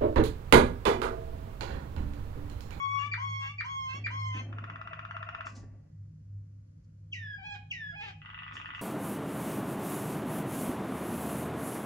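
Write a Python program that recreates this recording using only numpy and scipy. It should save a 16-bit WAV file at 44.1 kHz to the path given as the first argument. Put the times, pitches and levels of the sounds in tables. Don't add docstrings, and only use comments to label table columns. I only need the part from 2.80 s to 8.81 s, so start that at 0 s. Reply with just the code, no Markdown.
import sys
import numpy as np
from scipy import signal
from scipy.fft import rfft, irfft, next_fast_len
from scipy.io import wavfile
from scipy.ndimage import uniform_filter1d, map_coordinates

SR = 44100
rng = np.random.default_rng(int(sys.argv[2]) if len(sys.argv) > 2 else 0)


def put_to_file(sound):
    columns = np.atleast_2d(sound).T
    safe = np.clip(columns, -1, 1)
    whole_steps = np.round(safe * 32767)
    wavfile.write(sys.argv[1], SR, whole_steps.astype(np.int16))


N = 265173

# delay in seconds, level in dB, random timing spread in seconds.
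CLICK_PULSES = [(.001, 0, 0), (.0032, -2, .0004)]
TRILL_SCATTER = .015
FLICK_RAD = .2


def amp(db):
    return 10 ** (np.asarray(db) / 20)


def unit(x):
    return x / np.sqrt(np.mean(x ** 2) + 1e-20)


def along(points, hz):
    f, v = np.transpose(points)
    return np.interp(np.log(hz + 1), np.log(f + 1), v)


def curves(rows, t):
    s, *cols = np.transpose(rows)
    return [np.interp(t, s, c) for c in cols]


def wobble(rate, size):
    knots = rng.standard_normal(int(size * rate / SR) + 4)
    return map_coordinates(knots, [np.arange(size) * rate / SR])


def filtered(x, response):
    m = next_fast_len(N + SR // 2)
    return irfft(rfft(x, m) * response(np.fft.rfftfreq(m, 1 / SR)), m)[..., :N]


def noise(spectrum):
    return unit(filtered(rng.standard_normal(N), lambda hz: amp(along(spectrum, hz))))


def add(track, s, sound):
    i = round(s * SR)
    sound = sound[..., max(-i, 0):max(N - i, 0)]
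    track[..., max(i, 0):max(i, 0) + sound.shape[-1]] += sound


def sides(db):
    return unit(amp(np.array([[1], [-1]]) * db / 2))


def step(t, s, width):
    return .5 + .5 * np.tanh((t - s) / (2 * width))


def fades(t, attack, release):
    return np.clip(np.minimum((t - t[0]) / attack, (t[-1] - t) / release), 0, 1)


def smooth_size(x, size):
    return np.sqrt(np.abs(uniform_filter1d(np.abs(x) ** 2, size)) + 1e-20)


def syrinx(t, hz, harmonics_db, split, rasp, pan_db, bloom_db, bloom_s, half_lines=None):
    # frequency in Hz, level in dB.
    overtones = [(4000, -14.5), (4600, -20.5), (5500, -14.5), (6600, -18), (7800, -29), (9000, -31),
                 (10200, -45.5), (11500, -52.5)]
    if half_lines is None:
        # frequency in Hz, level in dB.
        half_lines = [(550, -27), (820, -16.5), (1650, -5.5), (2500, -4.5), (2800, 6.5), (4000, -25.5),
                      (5800, -32.5), (7500, -35.5), (10000, -57)]
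    pitch_waver, clear_rad = 0.0076, 0.025
    flicker_db, sway_db = 1.2, 3
    size = len(t)
    phase = 2 * np.pi * np.cumsum(hz * (1 + pitch_waver * wobble(150, size))) / SR
    rough = .22 * wobble(600, size)
    rough = rough + 1.1 * np.sin(phase / 4 + 1.1 * wobble(45, size))
    rough = rough + .35 * np.sin(phase / 8 + 1.5 * wobble(45, size))
    phase = phase + clear_rad * wobble(700, size) + rasp * rough
    low = [db + flicker_db * wobble(30, size) for db in harmonics_db]
    bloom = bloom_db * np.exp(-(t - t[0]) / bloom_s)
    upper = [harmonics_db[-1] + bloom + along(overtones, k * hz) + 3.6 * wobble(40, size)
             for k in range(4, 11)]
    tone = sum(amp(level) * np.sin(k * phase) for k, level in enumerate(low + upper, 1))
    slip = .65 * wobble(70, size)
    halves = sum(amp(along(half_lines, k * hz) + bloom * (k > 2)) * np.sin(k * phase + slip)
                 for k in np.arange(9) + .5)
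    halves *= split * amp(2 * wobble(110, size))
    return sides(pan_db + sway_db * wobble(20.2, size)) * (tone + halves)


def whistles():
    # start and end in seconds, pitch in Hz, downward drift in Hz per second (negative climbs),
    # closing lift in Hz, level in dB, 2nd harmonic in dB re level, time of the deepest crack in seconds,
    # its rasp depth, left-right in dB.
    whistle_rows = [(-.1, 0.286, 1108, -47.5, 40, -30.5, -6, 0.23, 0.09, 5.5),
                    (0.372, 0.733, 1107, 87.5, 88.4, -35.5, -6, 0.655, 0.24, 0.5),
                    (0.839, 1.194, 1117, 256.5, 105, -36, -8.5, 1.123, 0.083, -1),
                    (1.3, 1.626, 1115, 371, 52.5, -36, -7, 1.569, 0.26, -0.5)]
    scoop_hz, scoop_s, lift_lead_s, lift_s = 215.5, 0.022, .045, .011
    brighten_db, third_db = 3, -46.5
    crack_loss_db, crack_split_db, crack_s = 4, -42, .033
    out = np.zeros((2, N))
    for start, end, pitch, drift, lift, db, second_db, crack_at, rasp, pan_db in whistle_rows:
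        t = np.arange(start, end, 1 / SR)
        age = t - start
        cracked = np.exp(-((t - crack_at) / crack_s) ** 2)
        hz = pitch - scoop_hz * np.exp(-age / scoop_s) - drift * age
        hz = hz + lift * step(t, end - lift_lead_s, lift_s)
        bright = brighten_db * (age / (end - start) - .5)
        loss = crack_loss_db * step(t, crack_at, crack_s / 2)
        levels = [db - loss, db + second_db + bright, third_db + bright - loss / 2]
        tone = syrinx(t, hz, levels, amp(crack_split_db) * cracked, rasp * cracked, pan_db,
                      bloom_db=-9.5, bloom_s=0.006)
        add(out, start, fades(t, attack=0.0091, release=0.023) * tone)
    return out


def syllables(events, shape, overtone_db, rasp, scatter=0.0051):
    edge_s = .001
    out = np.zeros(N)
    t = np.arange(shape[0][0], shape[-1][0], 1 / SR)
    hz, level = curves(shape, t)
    gate = np.sin(np.pi / 2 * fades(t, edge_s, edge_s)) ** 2
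    for s, peak in events:
        cycles = np.cumsum(hz) / SR * (1 + scatter * rng.standard_normal()) + rng.random()
        phase = 2 * np.pi * cycles + rasp * wobble(1100, len(t))
        tone = np.sin(phase)
        for k, db in enumerate(overtone_db, 2):
            tone = tone + amp(db + rng.normal(0, 1.5)) * np.sin(k * phase)
        add(out, s + t[0], amp(peak + level) * gate * tone)
    return out


def snaps(events, pulses):
    # frequency in Hz, level in dB, time to fall 60 dB in seconds.
    modes = [(1450, -2, .007), (1960, -3, .012), (2750, 1, .007), (3500, -3, .005)]
    attack_s, scatter = .00025, .025
    foot_hz = 853
    out, t = np.zeros(N), np.arange(SR // 20) / SR
    for s, db in events:
        for delay, pulse_db, spread in pulses:
            ring = np.zeros(len(t))
            for hz, level, t60 in modes:
                mode_hz = hz * (1 + scatter * rng.standard_normal())
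                ring += amp(level - 60 * t / t60) * np.sin(2 * np.pi * mode_hz * t)
            pulse = amp(db + pulse_db) * (1 - np.exp(-t / attack_s)) * ring
            add(out, s + delay + spread * rng.standard_normal(), pulse)
    return filtered(out, lambda hz: hz ** 4 / (hz ** 4 + foot_hz ** 4))


def chips():
    # time at the foot of the plunge in seconds, level in dB.
    chip_events = [(.343, -23), (0.811, -24.5), (1.269, -23.5)]
    # seconds from its foot, pitch in Hz, level in dB.
    plunge = [(-.029, 2351, -14.5), (-.02, 2358, -2), (-.012, 2380, -5), (-.007, 2300, -2.5),
              (-.003, 1896, -5.5), (0, 1395, -1.5), (.002, 1230, -14.5), (.0035, 1127, -34)]
    click_lead_s, click_db = 0.0031, -6.5
    clicks = snaps([(s - click_lead_s, db + click_db) for s, db in chip_events], CLICK_PULSES)
    return (syllables(chip_events, plunge, overtone_db=[-20, -40], rasp=0.081) + clicks) * sides(1.0)


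def throat(x):
    # frequency in Hz, gain in dB.
    resonance = [(2000, 1), (2700, 2.5), (3200, -4), (3650, -1), (4150, -17), (5200, -12.5)]
    return filtered(x, lambda hz: amp(along(resonance, hz)))


def slow_trill(flick_db=2.0, murmur_db=-20, soft_start_db=-16, swell_s=0.039):
    # beat time in seconds, level in dB.
    beats = [(1.7276, -42), (1.7845, -37), (1.8404, -36.5), (1.899, -35.5), (1.958, -37), (2.014, -35.5),
             (2.0736, -35.5), (2.1322, -34.5), (2.192, -35), (2.2506, -35.5), (2.3099, -34),
             (2.3668, -32.5), (2.4279, -33.5), (2.4892, -33.5), (2.5483, -32.5), (2.6077, -32.5),
             (2.6683, -33)]
    # seconds from the beat, pitch in Hz, level in dB.
    flick = [(-.0025, 850, -18), (-.0003, 1030, -2), (.0017, 1330, 3), (.0032, 1600, -2),
             (.0048, 1800, -18)]
    # seconds from the beat, pitch in Hz, level in dB.
    murmur = [(-.029, 704.4, -15), (-.022, 692.7, 4), (-.012, 665, 3), (-.003, 622, -0.5)]
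    s, db = np.transpose(beats)
    lead_db = db + murmur_db + soft_start_db * np.exp(-(s - s[0]) / swell_s)
    lead_db = lead_db + rng.normal(0, 2, len(s))
    flicks = syllables(zip(s, db + flick_db), flick, overtone_db=[-8.5, -16.5, -21, -39],
                       rasp=FLICK_RAD, scatter=TRILL_SCATTER)
    murmurs = syllables(zip(s, lead_db), murmur, overtone_db=[3, -8, -3], rasp=.12, scatter=TRILL_SCATTER)
    return throat(flicks + murmurs) * sides(1.3)


def slurs():
    # start and end in seconds, swoop level in dB, tone level in dB, left-right in dB.
    slur_rows = [(4.323, 4.564, -39.5, -41.5, 2.5), (4.907, 5.129, -37, -40, -1)]
    # seconds from the start, pitch in Hz, level in dB.
    swoop = [(-.006, 3326, -26), (.002, 3177, -4), (.009, 2810, 13), (0.013, 2444, 7.5), (0.02, 2200, 1.5),
             (.027, 2010, -6.5), (.033, 2010, -42)]
    # frequency in Hz, level in dB.
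    air_rush = [(1500, -25), (4300, -7.5), (5800, 3), (7000, -10), (10000, -27)]
    harmonics = [1.5, -12.5, -28]
    hiss_db, hiss_delay_s, hiss_decay_s = -55, 0.01, 0.032
    swoop_s, rest_hz, fall_hz, fall_s = .023, 1611, 416, .088
    swell_db_per_s, edge_s = 25, .009
    swoop_events = [(start, db) for start, _, db, _, _ in slur_rows]
    out = syllables(swoop_events, swoop, overtone_db=[-25, -44], rasp=.09) * sides(0.93)
    hiss = noise(air_rush)
    for start, *_ in slur_rows:
        age = np.arange(N) / SR - start - hiss_delay_s
        out += amp(hiss_db) * hiss * np.exp(-np.maximum(age, 0) / hiss_decay_s) * step(age, 0, edge_s / 2)
    for start, end, _, db, pan_db in slur_rows:
        t = np.arange(start + swoop_s, end, 1 / SR)
        hz = rest_hz + fall_hz * np.exp(-(t - t[0]) / fall_s)
        levels = [db + h + swell_db_per_s * (t - t.mean()) for h in harmonics]
        tone = syrinx(t, hz, levels, 0, 0, pan_db, bloom_db=-12.0, bloom_s=.06)
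        add(out, t[0], fades(t, edge_s, edge_s) * tone)
    return out


def croaks():
    # time in seconds, lower-octave pitch in Hz, level in dB.
    croak_curves = [
        [(4.57, 787, -60), (4.59, 782, -47.5), (4.625, 765, -49), (4.66, 833, -42), (4.7, 833.5, -42),
         (4.741, 808.5, -40), (4.762, 731, -49), (4.79, 705, -71)],
        [(5.12, 691, -52), (5.14, 708, -48), (5.163, 825.6, -46.5), (5.205, 837, -41.5), (5.24, 891.5, -44.5),
         (5.275, 823, -46), (5.298, 784, -45.5), (5.322, 711, -58)],
    ]
    harsh_times = [4.757, 5.218]
    harmonics = [-2.5, -4, -20.5]
    # frequency in Hz, level in dB.
    croak_halves = [(700, -6), (850, -6.5), (1950, -18.5), (2280, -9), (2480, -3), (2800, 0.5),
                    (4150, -17.5), (5800, -28), (7500, -30.5), (10000, -57)]
    dull_db, open_s = -14.5, 0.044
    halves_db, edge_s, pitch_waver = 5, 0.0039, .007
    harsh_depth, harsh_rise_s = .65, .006
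    out = np.zeros((2, N))
    for rows, harsh_s in zip(croak_curves, harsh_times):
        t = np.arange(rows[0][0], rows[-1][0], 1 / SR)
        hz, level = curves(rows, t)
        dull = dull_db * np.exp(-(t - t[0]) / open_s)
        levels = [level + h + dull * (k > 0) for k, h in enumerate(harmonics)]
        rasp = harsh_depth * step(t, harsh_s, harsh_rise_s)
        hz = hz * (1 + pitch_waver * wobble(45, len(t)))
        tone = syrinx(t, 2 * hz, levels, amp(level + halves_db), rasp, 0,
                      bloom_db=-36, bloom_s=0.049, half_lines=croak_halves)
        add(out, t[0], fades(t, edge_s, edge_s) * tone)
    return out


def fast_trill(snap_db=-5, click_db=2.0, flick_db=-2):
    # beat time in seconds, level in dB.
    beats = [(5.4163, -42), (5.4582, -38.5), (5.5004, -40), (5.5438, -37), (5.5883, -35.5), (5.6318, -35.5),
             (5.6784, -35), (5.7217, -35.5), (5.7668, -34), (5.8133, -37), (5.8567, -34), (5.9034, -35),
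             (5.9474, -35), (5.992, -35)]
    # seconds from the beat, pitch in Hz, level in dB.
    snap = [(.0002, 1850, -3), (.0015, 1550, 0), (.003, 1340, -1), (.0048, 1220, -14)]
    # seconds from the flick's time, pitch in Hz, level in dB.
    flick = [(-.001, 880, -16), (.0012, 1060, -2), (.003, 1350, 0), (.005, 1700, -14)]
    flick_delay_s = .032
    s, db = np.transpose(beats)
    clicks = snaps(zip(s, db + click_db), CLICK_PULSES[:1])
    down = syllables(zip(s, db + snap_db), snap, overtone_db=[4, -14], rasp=FLICK_RAD, scatter=TRILL_SCATTER)
    up = syllables(zip(s + flick_delay_s, db + flick_db), flick, overtone_db=[-7, -13, -28],
                   rasp=.1, scatter=TRILL_SCATTER)
    return throat(clicks + down + up) * sides(0.98)


def shuffles(swish_life=0.26):
    # time in seconds, feather swish, cage knock and thud in dB,
    # seconds for knock and thud to fall 30 dB.
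    shuffle_rows = [(0.264, -61.5, -57.5, -88, 0.22), (1.15, -69.5, -51, -93, 0.59),
                    (1.56, -74, -44.5, -70, 0.68), (2.667, -56, -58, -88, 0.57),
                    (2.768, -56, -52.5, -47, 0.35), (4.049, -79, -96, -90, 0.075),
                    (5.744, -61.5, -60.5, -88.5, 0.84), (5.957, -66.5, -92, -82, 1)]
    # frequency in Hz, level in dB.
    feathers = [(1000, -25.5), (3000, -12), (5500, -3.5), (7500, -7), (9500, -14.5), (11500, -40.5)]
    # frequency in Hz, level in dB.
    knock = [(90, -30), (160, 0), (240, 6), (400, -6.5), (600, -6.5), (1000, -18), (2000, -22),
             (4000, -62.5)]
    # frequency in Hz, level in dB.
    thud = [(25, -27), (55, 2.5), (90, -16), (200, -26), (500, -65)]
    rise_s = .02
    t, out = np.arange(N) / SR, np.zeros(N)
    flutter, rattle = amp(2.5 * wobble(120, N)), amp(2.5 * wobble(50, N))
    layers = np.array([noise(feathers) * flutter, noise(knock) * rattle, noise(thud)])
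    life = np.array([[swish_life], [1], [1]])
    for s, *levels, fade in shuffle_rows:
        rise = np.clip((t - s) / rise_s + 1, 0, 1)
        swell = rise * amp(-30 * np.maximum(t - s, 0) / (fade * life))
        out += amp(levels) @ (swell * layers)
    return np.array([out, out])


def cage_ring(x, spread=0.18):
    # frequency in Hz, width in Hz, level in dB.
    rings = [(639, 9.7, -3.5), (758, 6, -12), (950, 11, -2.5), (1103, 4.7, -10.5), (1258, 14, -6.5),
             (1394, 2.9, -5), (1730, 12, -7), (1799, 15, 11.5), (1860, 11, 9.5), (1973, 9.8, 15),
             (2190, 5.3, -5.5), (2449, 10, -0.5), (2772, 120, -6), (3360, 18, -6)]
    turns = spread * rng.choice([-1, 1], len(rings))

    def response(f):
        total = 0
        for (hz, width, db), turn in zip(rings, turns):
            resonance = 1j * f * width / (hz * hz - f * f + 1j * f * width)
            total = total + amp(db) * np.exp(1j * turn * np.array([[1], [-1]])) * resonance
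        return total

    return filtered(x.mean(axis=0), response)


def room(x, wet_db, apart=1):
    # frequency in Hz, time to fall 60 dB in seconds.
    decay_times = [(200, 0.67), (750, 0.85), (1600, 0.69), (2500, 0.66), (6000, 0.43), (11000, 0.014)]
    # frequency in Hz, gain of the direct sound in dB.
    beak = [(3000, -1.5), (4500, -5.5), (8000, -7)]
    # frequency in Hz, lead in radians at apart=1.
    port_lead = [(400, .4), (750, 2.22), (1100, 1.94), (1480, 1.97), (1780, 1.1), (2100, 2.28),
                 (2550, 2.84), (3080, 2.9), (3500, .6), (4300, 2.2), (4900, .1)]
    hz, t, z = signal.stft(rng.standard_normal((2, SR * 3 // 4)), SR, nperseg=256)
    tail = signal.istft(z * amp(-60 * t / along(decay_times, hz)[:, None]), SR, nperseg=256)[1]
    age = np.arange(tail.shape[1]) / SR
    tail *= np.clip(age / 0.0031, 0, 1) * (1 + 6 * np.exp(-age / 0.042))
    colour, decay = smooth_size(rfft(tail), size=600), smooth_size(tail, size=600)
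    for _ in range(6):
        tail = irfft(colour * np.exp(1j * np.angle(rfft(tail))), len(age))
        tail *= decay / smooth_size(tail, size=600)
    wet = signal.fftconvolve(x, tail / np.linalg.norm(tail[0]), axes=1)[:, :N]
    lead = np.array([[.5], [-.5]]) * apart
    direct = filtered(x, lambda f: amp(along(beak, f)) * np.exp(1j * lead * along(port_lead, f)))
    return direct + amp(wet_db) * wet


def background():
    # time in seconds, centre of the hum's wavering level in dB.
    hum_level = [(0.0, -59), (0.06, -45), (0.5, -40), (0.9, -51), (1.39, -36), (1.69, -39.5), (2.13, -54.5),
                 (2.26, -47.5), (3.0, -48), (3.05, -67), (3.21, -43.5), (3.36, -55.5), (3.58, -40.5),
                 (4.03, -56), (4.42, -43), (4.62, -57.5), (4.77, -51.5), (6.01, -59.5)]
    # time in seconds, pitch of the hum in Hz.
    hum_pitch = [(1.8, 104.3), (3.0, 101), (3.3, 100.1), (6.0, 101)]
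    # frequency in Hz, level in dB.
    air_spectrum = [(20, -21.5), (45, 2.5), (85, 7.5), (170, 0.5), (240, -7), (330, -15.5), (400, -29),
                    (520, -21.5), (750, -39.5), (1400, -35), (3000, -44), (6500, -47.5), (10000, -51.5),
                    (12000, -56)]
    hum_waver_db, drone_db, drone_waver_db, air_db = 2, -58.5, 4, -69.5
    t = np.arange(N) / SR
    (level,), (hz,) = curves(hum_level, t), curves(hum_pitch, t)
    hum = amp(level + hum_waver_db * wobble(9, N)) * unit(np.sin(2 * np.pi * np.cumsum(hz) / SR))
    fuzz = noise([(120, -24), (148, -7.0), (159, -1.0), (170, -25.0), (200, -35.0), (400, -88)])
    drone = amp(drone_db + drone_waver_db * wobble(3.2, N)) * fuzz
    air = np.array([noise(air_spectrum), noise(air_spectrum)])
    air *= amp(air_db) / np.std(filtered(air, lambda f: f > 200))
    side = filtered(air[1], lambda f: amp(along([(150, -30.5), (300, 1.0), (700, 2.0)], f)))
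    return hum + drone + air[0] + np.array([side, -side])


def scene(chip_ring_db=-5, jolt_ring_db=-4, slow_ring_db=-2, fast_ring_db=2):
    chip, slow, fast, jolts = chips(), slow_trill(), fast_trill(), shuffles()
    held = room(whistles() + slurs() + croaks(), wet_db=-9)
    short = room(chip, wet_db=-6.5) + room(fast, wet_db=-5.0) + room(slow, wet_db=-8.5)
    feet = room(jolts, wet_db=-12.0, apart=0.25)
    struck = amp(slow_ring_db) * slow + amp(fast_ring_db) * fast
    struck = struck + amp(chip_ring_db) * chip + amp(jolt_ring_db) * jolts
    return held + short + feet + cage_ring(struck) + background()


def record(dry):
    # frequency in Hz, gain in dB.
    mic_response = [(3200, -1), (3750, -4.5), (4400, 2), (7200, 3.5), (8300, -8.5), (9300, -0.5)]
    top_hz = 11700
    return filtered(dry, lambda hz: amp(along(mic_response, hz)) * (hz < top_hz))


dry = scene()
out = record(dry)
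put_to_file(out)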